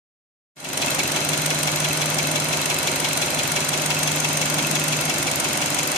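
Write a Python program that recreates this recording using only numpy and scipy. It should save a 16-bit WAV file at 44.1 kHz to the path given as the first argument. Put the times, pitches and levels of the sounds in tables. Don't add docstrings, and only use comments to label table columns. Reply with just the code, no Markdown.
import sys
import numpy as np
from scipy import signal
from scipy.fft import rfft, irfft, next_fast_len
from scipy.io import wavfile
from scipy.ndimage import uniform_filter1d

SR = 44100
rng = np.random.default_rng(int(sys.argv[2]) if len(sys.argv) > 2 else 0)


def transcribe(u):
    v = np.clip(np.atleast_2d(u).T, -1, 1)
    q = np.round(v * 32767).astype(np.int16)
    wavfile.write(sys.argv[1], SR, q)


N = 263277
TIME = np.arange(N) / SR
FIRST_TICK_S, TURN_COUNT = 0.428, 33


def gain_of(db):
    return 10 ** (np.asarray(db) / 20)


def unit_rms(x):
    return x / np.sqrt(np.mean(x ** 2) + 1e-20)


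def curve_at(points, hz):
    point_hz, value = np.transpose(points)
    return np.interp(np.log(hz + 1), np.log(point_hz + 1), value)


def bump(hz, centre_hz, width_hz):
    return 1 / (1 + (2 * (hz - centre_hz) / width_hz) ** 2)


def wander(samples):
    return unit_rms(uniform_filter1d(rng.standard_normal(N), size=samples))


# time in seconds, crankshaft speed in rpm.
IDLE_RPM = [(0.59, 691.6), (1.19, 702.3), (1.87, 703.7), (3.14, 695.2), (4.6, 709.2), (5.25, 689.3),
            (5.73, 700.0)]

def cam_turns():
    turns = np.cumsum(np.interp(TIME, *np.transpose(IDLE_RPM)) / 60 / 2) / SR
    return turns - np.interp(FIRST_TICK_S, TIME, turns)


# time in seconds, share of the way from 0 to 1.
MIC_PATH = [(3.55, 0), (4.3, 0.95)]

def mic_travel():
    return np.interp(TIME, *np.transpose(MIC_PATH))


# frequency in Hz, left-right correlation.
STEREO_LIKENESS = [(30, -0.2), (80, 0.8), (170, 1), (300, 0.58), (600, 0.84), (1100, -0.08), (2200, 0.23),
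                   (4000, 0), (15000, 0)]

def colour(noise, shape_db):
    size = noise.shape[-1]
    hz = np.fft.rfftfreq(size, 1 / SR)
    gain = unit_rms(gain_of(shape_db(hz)))
    log_gain = np.log(np.concatenate([gain, gain[-2:0:-1]]) + 1e-9)
    spectrum = rfft(noise) * np.exp(np.conj(signal.hilbert(log_gain)))[:len(hz)]
    likeness = curve_at(STEREO_LIKENESS, hz)
    left = spectrum[..., 0, :]
    right = likeness * left + np.sqrt(1 - likeness ** 2) * spectrum[..., 1, :]
    return irfft(np.stack([left, right], -2), size)


# frequency in Hz, relative level in dB.
WASH_EQ = [(20, -12), (45, -11.5), (70, -7), (100, -3.5), (135, 1), (200, 0.5), (320, 1.5), (450, -3),
           (650, 3), (1200, -2.5), (2500, -3), (4800, -6), (9200, -7), (11200, -15), (15000, -20.5)]
# centre in Hz, width in Hz, boost in dB.
BAY_PEAKS = [(357, 14, 4), (502.5, 14.4, 5.5), (581, 53, 5), (732, 5.8, 6), (953, 77, 4), (1102, 12, 5),
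             (1230, 115, 3), (1396, 30, 8), (1494, 47, 5), (1970, 20, 1.5), (2162, 68, 6.5), (2313, 33, 5),
             (2614, 126, 6), (3160, 150, 4), (4026, 73, 9), (7100, 430, 0), (8900, 350, -0.5)]
# centre in Hz, width in Hz, gain in dB.
BAY_PEAKS_MOVED = [(533, 120, -1.5), (830, 200, 1), (2700, 120, 2), (4060, 110, -3), (5100, 500, 2)]

def belt_wash(turns, level_db=-23.5, repeating_share=0.36, grain_db=1.35):
    turn_samples = round(N / (turns[-1] - turns[0]))
    place_in_turn = (turns % 1 * turn_samples).astype(int) % turn_samples
    pattern = rng.standard_normal((2, turn_samples))[:, place_in_turn]
    fresh = rng.standard_normal((2, N))
    rattle = np.sqrt(repeating_share) * pattern + np.sqrt(1 - repeating_share) * fresh
    rattle *= gain_of(grain_db * wander(samples=90))
    rattle = np.pad(rattle, ((0, 0), (0, 2 * next_fast_len(N // 2 + 1) - N)))
    peaks = lambda hz, rows: sum(db * bump(hz, centre, width) for centre, width, db in rows)
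    first_eq = lambda hz: curve_at(WASH_EQ, hz) + peaks(hz, BAY_PEAKS)
    second_eq = lambda hz: first_eq(hz) + peaks(hz, BAY_PEAKS_MOVED)
    first, second = (colour(rattle, eq)[:, :N] for eq in (first_eq, second_eq))
    return gain_of(level_db) * unit_rms(first + mic_travel() * (second - first))


# start in seconds, end in seconds, rise time in seconds.
FAN_SWELLS = [(1.086, 2.68, 0.29), (3.4, 5.287, 0.63)]

def fan_swell(fall_s=0.31):
    return sum(np.clip(np.minimum((TIME - start) / rise_s, (end - TIME) / fall_s), 0, 1)
               for start, end, rise_s in FAN_SWELLS)


# time in seconds, level in dB.
FAN_OCTAVE_RIDE = [(1, -42), (2.2, -44), (2.8, -51), (4.3, -46), (4.75, -37), (5.2, -41.5), (5.9, -41)]

def fan_hum(blade_hz=151.1, level_db=-39, swell_hz=1.0, swell_db=8.5, waver_hz=0.36):
    swell = fan_swell()
    pitch_hz = blade_hz + swell_hz * swell + waver_hz * wander(samples=8000)
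    phase = 2 * np.pi * np.cumsum(pitch_hz) / SR
    blade_tone = gain_of(level_db + swell_db * swell) * np.sin(phase)
    octave = gain_of(np.interp(TIME, *np.transpose(FAN_OCTAVE_RIDE))) * np.sin(2 * phase)
    return np.sqrt(2) * (blade_tone + octave)


# pitch in Hz, relative level in dB at the first microphone position,
# then at the second.
WHISTLE_TONES = [(6136, -35.5, -37), (6385, -43, -36.5)]

def intake_whistle(width_hz=110, level_db=-3, swell_db=3.0):
    hz, travel, out = np.fft.rfftfreq(N, 1 / SR), mic_travel(), np.zeros((2, N))
    for tone_hz, first_db, second_db in WHISTLE_TONES:
        tone = unit_rms(irfft(rfft(rng.standard_normal((2, N))) * bump(hz, tone_hz, width_hz), N))
        out += gain_of(first_db + travel * (second_db - first_db)) * tone
    return gain_of(level_db + swell_db * fan_swell()) * out


def low_rumble(peak_s=4.68, half_length_s=0.27, centre_hz=225, width_hz=110, level_db=-36):
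    band = bump(np.fft.rfftfreq(N, 1 / SR), centre_hz, width_hz) ** 2
    rumble = unit_rms(irfft(rfft(rng.standard_normal(N)) * band, N))
    return gain_of(level_db) * np.exp(-((TIME - peak_s) / half_length_s) ** 2) * rumble


# multiple of the camshaft rate, level in dB.
THROB_ORDERS = [(12, -65), (16, -51), (20, -50), (23, -47.5), (24, -47.5), (28, -46.5), (35, -51),
                (46, -46), (47, -44), (52, -45), (61, -48), (64, -44)]

def firing_throb(turns):
    return sum(gain_of(db) * np.sqrt(2) * np.cos(2 * np.pi * (order * turns + rng.random()))
               for order, db in THROB_ORDERS)


def every_turn(offset_s, sounds, force_db, spread_db, jitter_s):
    turns, out = cam_turns(), np.zeros((2, N))
    angle = offset_s * turns[-1] / (TIME[-1] - FIRST_TICK_S)
    times = np.interp(np.arange(TURN_COUNT) + angle, turns, TIME, right=2 * TIME[-1])
    scatter = rng.standard_normal((TURN_COUNT, 2))
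    for s, sound, db, (force, slip) in zip(times, sounds, force_db * np.ones(TURN_COUNT), scatter):
        start = max(round((s + jitter_s * slip) * SR), 0)
        slot = out[:, start:start + sound.shape[1]]
        slot += gain_of(db + spread_db * force) * sound[:, :slot.shape[1]]
    return out


# seconds into the turn, relative level in dB, pitch in Hz, t60 in seconds.
BLOCK_THUMPS = [(.0205, -22.5, 648, 0.028), (.0240, -21.5, 257, 0.062), (.0310, -25.5, 745, 0.049),
                (.0680, -23.5, 598, 0.039), (.0600, -21.5, 362, 0.054), (.0670, -21, 290, 0.023),
                (.0780, -22.5, 663, 0.035), (.0860, -29, 208, 0.037), (.1020, -25, 304, 0.044),
                (.1080, -25, 572, 0.045), (0.1146, -26.5, 282, 0.048), (.1460, -24.5, 595, 0.05),
                (0.155, -25, 357, 0.016)]

def block_thumps(level_db=1.0, rise_s=0.0027, moved_db=-1.0):
    t, out = np.arange(4096) / SR, np.zeros((2, N))
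    for offset_s, db, hz, t60 in BLOCK_THUMPS:
        right_phase = np.arccos(curve_at(STEREO_LIKENESS, hz)) * rng.choice([-1, 1])
        envelope = (1 - np.exp(-t / rise_s)) * gain_of(level_db + db - 60 * t / t60)
        ring = envelope * np.sin(2 * np.pi * hz * t + np.array([[0], [right_phase]]))
        out += every_turn(offset_s, [ring] * TURN_COUNT, force_db=0, spread_db=2.5, jitter_s=0.00024)
    return gain_of(moved_db * mic_travel()) * out


# pitch in Hz, width in Hz, relative level in dB at the first
COVER_MODES = [(1970, 63, -25, 0), (2295, 44, 5, 4), (2630, 62, 2.5, 4), (3380, 140, 3, -2),
               (4050, 89, 8, 2), (7020, 180, -10, -4), (9500, 86, -6.5, -7)]

def cover_ring(contacts, level_db=-1):
    size = 2 * next_fast_len(N // 2 + 2048)
    hz, spectrum = np.fft.rfftfreq(size, 1 / SR), rfft(contacts, size)
    travel, out = mic_travel(), np.zeros((2, N))
    for mode_hz, width_hz, first_db, second_db in COVER_MODES:
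        ring = irfft(spectrum / (1 + 2j * (hz - mode_hz) / width_hz), size)[:, :N]
        out += gain_of(level_db + first_db + travel * (second_db - first_db)) * ring
    return out


def burst(t, rise_s, t60, tail_db, tail_t60):
    t = np.maximum(t, 0)
    direct, tail = gain_of(-60 * t / t60), gain_of(tail_db - 60 * t / tail_t60)
    return (1 - np.exp(-t / rise_s)) * np.hypot(direct, tail)


def chatter(envelope, shape_db, repeating_share):
    pattern = rng.standard_normal((2, len(envelope)))
    fresh = rng.standard_normal((TURN_COUNT, 2, len(envelope)))
    noise = np.sqrt(repeating_share) * pattern + np.sqrt(1 - repeating_share) * fresh
    return unit_rms(colour(noise * envelope, shape_db)) * np.sqrt(np.mean(envelope ** 2))


def turn_force(accents, uneven_db):
    force_db, turns = uneven_db * rng.standard_normal(TURN_COUNT), cam_turns()
    for s, db in accents:
        force_db[int(np.interp(s, TIME, turns))] += db
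    return force_db


# seconds into the turn, relative level in dB, ring pitch in Hz,
# boost or cut at that pitch in dB.
VALVE_KNOCKS = [(0.0098, -30, 1640, 30), (0.0388, -23.5, 3430, 18.5), (0.0442, -18, 2725, 11.5),
                (0.049, -15.5, 2520, 8), (.0528, -18.5, 2280, 14), (0.0577, -19.5, 2460, 10),
                (.0655, -28.5, 6800, 13), (0.1065, -19.5, 2586, 15), (.1380, -23.5, 4050, 10),
                (.1445, -28, 2154, 21), (.1505, -26, 6210, -15), (.0220, -30, 4100, -5),
                (.0950, -22.5, 4000, 8)]
# frequency in Hz, relative level in dB.
KNOCK_EQ = [(300, -30), (700, -4), (1500, -5.5), (2300, -3.5), (3000, 1.5), (3400, -1.5), (4500, -3.5),
            (7000, -5), (9000, -22), (11000, -9.5), (15000, -28)]
# time in seconds, extra level in dB.
KNOCK_ACCENTS = [(.99, 2), (3.91, 1.5), (4.58, 1)]

def valve_knocks(ring_width_hz=330, level_db=0.98, moved_db=-0.1):
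    t, out = np.arange(2048) / SR, np.zeros((2, N))
    envelope = burst(t, rise_s=0.0008, t60=0.02, tail_db=-17, tail_t60=0.07)
    force_db = turn_force(KNOCK_ACCENTS, uneven_db=0.1)
    for offset_s, db, ring_hz, ring_db in VALVE_KNOCKS:
        eq = lambda hz: curve_at(KNOCK_EQ, hz) + ring_db * bump(hz, ring_hz, ring_width_hz)
        knocks = gain_of(level_db + db) * chatter(envelope, eq, repeating_share=0.48)
        out += every_turn(offset_s, knocks, force_db, spread_db=0.6, jitter_s=0.0003)
    return gain_of(moved_db * mic_travel()) * out


# seconds into the turn, level in dB, relative level of the
# light contact in dB, its lead in seconds, left over right in dB, then two rings, each as pitch in Hz
# and boost in dB.
TAPPET_HITS = [(.0011, -12.5, -4, .0027, 3.5, 9100, 6.5, 4340, -1),
               (.0443, -16, -2.5, .0025, 3, 7220, 5, 5760, 10.5),
               (.0873, -19, 1.5, .0024, 2.5, 7100, 8, 9400, 4.5),
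               (.1294, -14.5, -7.5, .0023, 4.5, 12900, 7, 7200, 4)]
# frequency in Hz, relative level in dB.
TICK_EQ = [(300, -46), (1000, -10), (1700, 0), (2800, -3), (4000, -3), (5000, -0.5), (6500, 0), (9000, 3.5),
           (10500, -2.5), (13500, -1.5), (15000, -19)]
# time in seconds, extra level in dB.
TICK_ACCENTS = [(2.67, 2.5), (4.21, 2), (4.38, 1)]

def tappet_ticks(ring_width_hz=650):
    t, out = np.arange(2048) / SR, np.zeros((2, N))
    for k, (offset_s, db, touch_db, lead_s, pan_db, hz1, db1, hz2, db2) in enumerate(TAPPET_HITS):
        touch = gain_of(touch_db) * burst(t, rise_s=0.00074, t60=0.029, tail_db=-13.5, tail_t60=0.035)
        hit = burst(t - lead_s, rise_s=0.0008, t60=0.019, tail_db=-17, tail_t60=0.07)
        rings = lambda hz: db1 * bump(hz, hz1, ring_width_hz) + db2 * bump(hz, hz2, ring_width_hz)
        eq = lambda hz: curve_at(TICK_EQ, hz) + rings(hz)
        force_db = turn_force(TICK_ACCENTS, uneven_db=1.5) if k == 0 else 0
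        ticks = chatter(np.hypot(touch, hit), eq, repeating_share=0.52)
        ticking = every_turn(offset_s - lead_s, ticks, force_db, spread_db=0.94, jitter_s=0.0002)
        out += gain_of(db + np.array([[pan_db], [-pan_db]]) / 2) * ticking
    return out


def scene():
    turns = cam_turns()
    contacts = tappet_ticks() + valve_knocks()
    clatter = contacts + cover_ring(contacts) + block_thumps()
    bed = firing_throb(turns) + fan_hum() + belt_wash(turns) + intake_whistle() + low_rumble()
    return clatter + bed


# frequency in Hz, left over right in dB.
MIC_BALANCE = [(100, -3), (290, 1.5), (420, -7.5), (600, -1.5), (1100, -1), (2100, -5), (2800, 0),
               (4200, 2), (5400, 3), (7100, 6.5), (8400, -7.5), (9400, -3.5), (10700, -2), (13000, -1)]
# time in seconds, gain in dB.
FADE_IN = [(.55, -66), (0.568, -23.5), (.61, -16.5), (.68, -8.5), (.76, -4.5), (.85, -1.5), (1.0, -1.5)]

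def record(dry, cutoff_hz=14800):
    lean_db = curve_at(MIC_BALANCE, np.fft.rfftfreq(N, 1 / SR))
    heard = irfft(rfft(dry) * gain_of(np.array([lean_db, -lean_db]) / 2), N)
    fade_s, fade_db = np.transpose(FADE_IN)
    heard *= gain_of(np.interp(TIME, fade_s, fade_db)) * (TIME > fade_s[0])
    low_pass = signal.firwin(301, cutoff_hz, window=("kaiser", 9), fs=SR)
    return signal.oaconvolve(heard, low_pass[None], "same")


dry = scene()
out = record(dry)
transcribe(out)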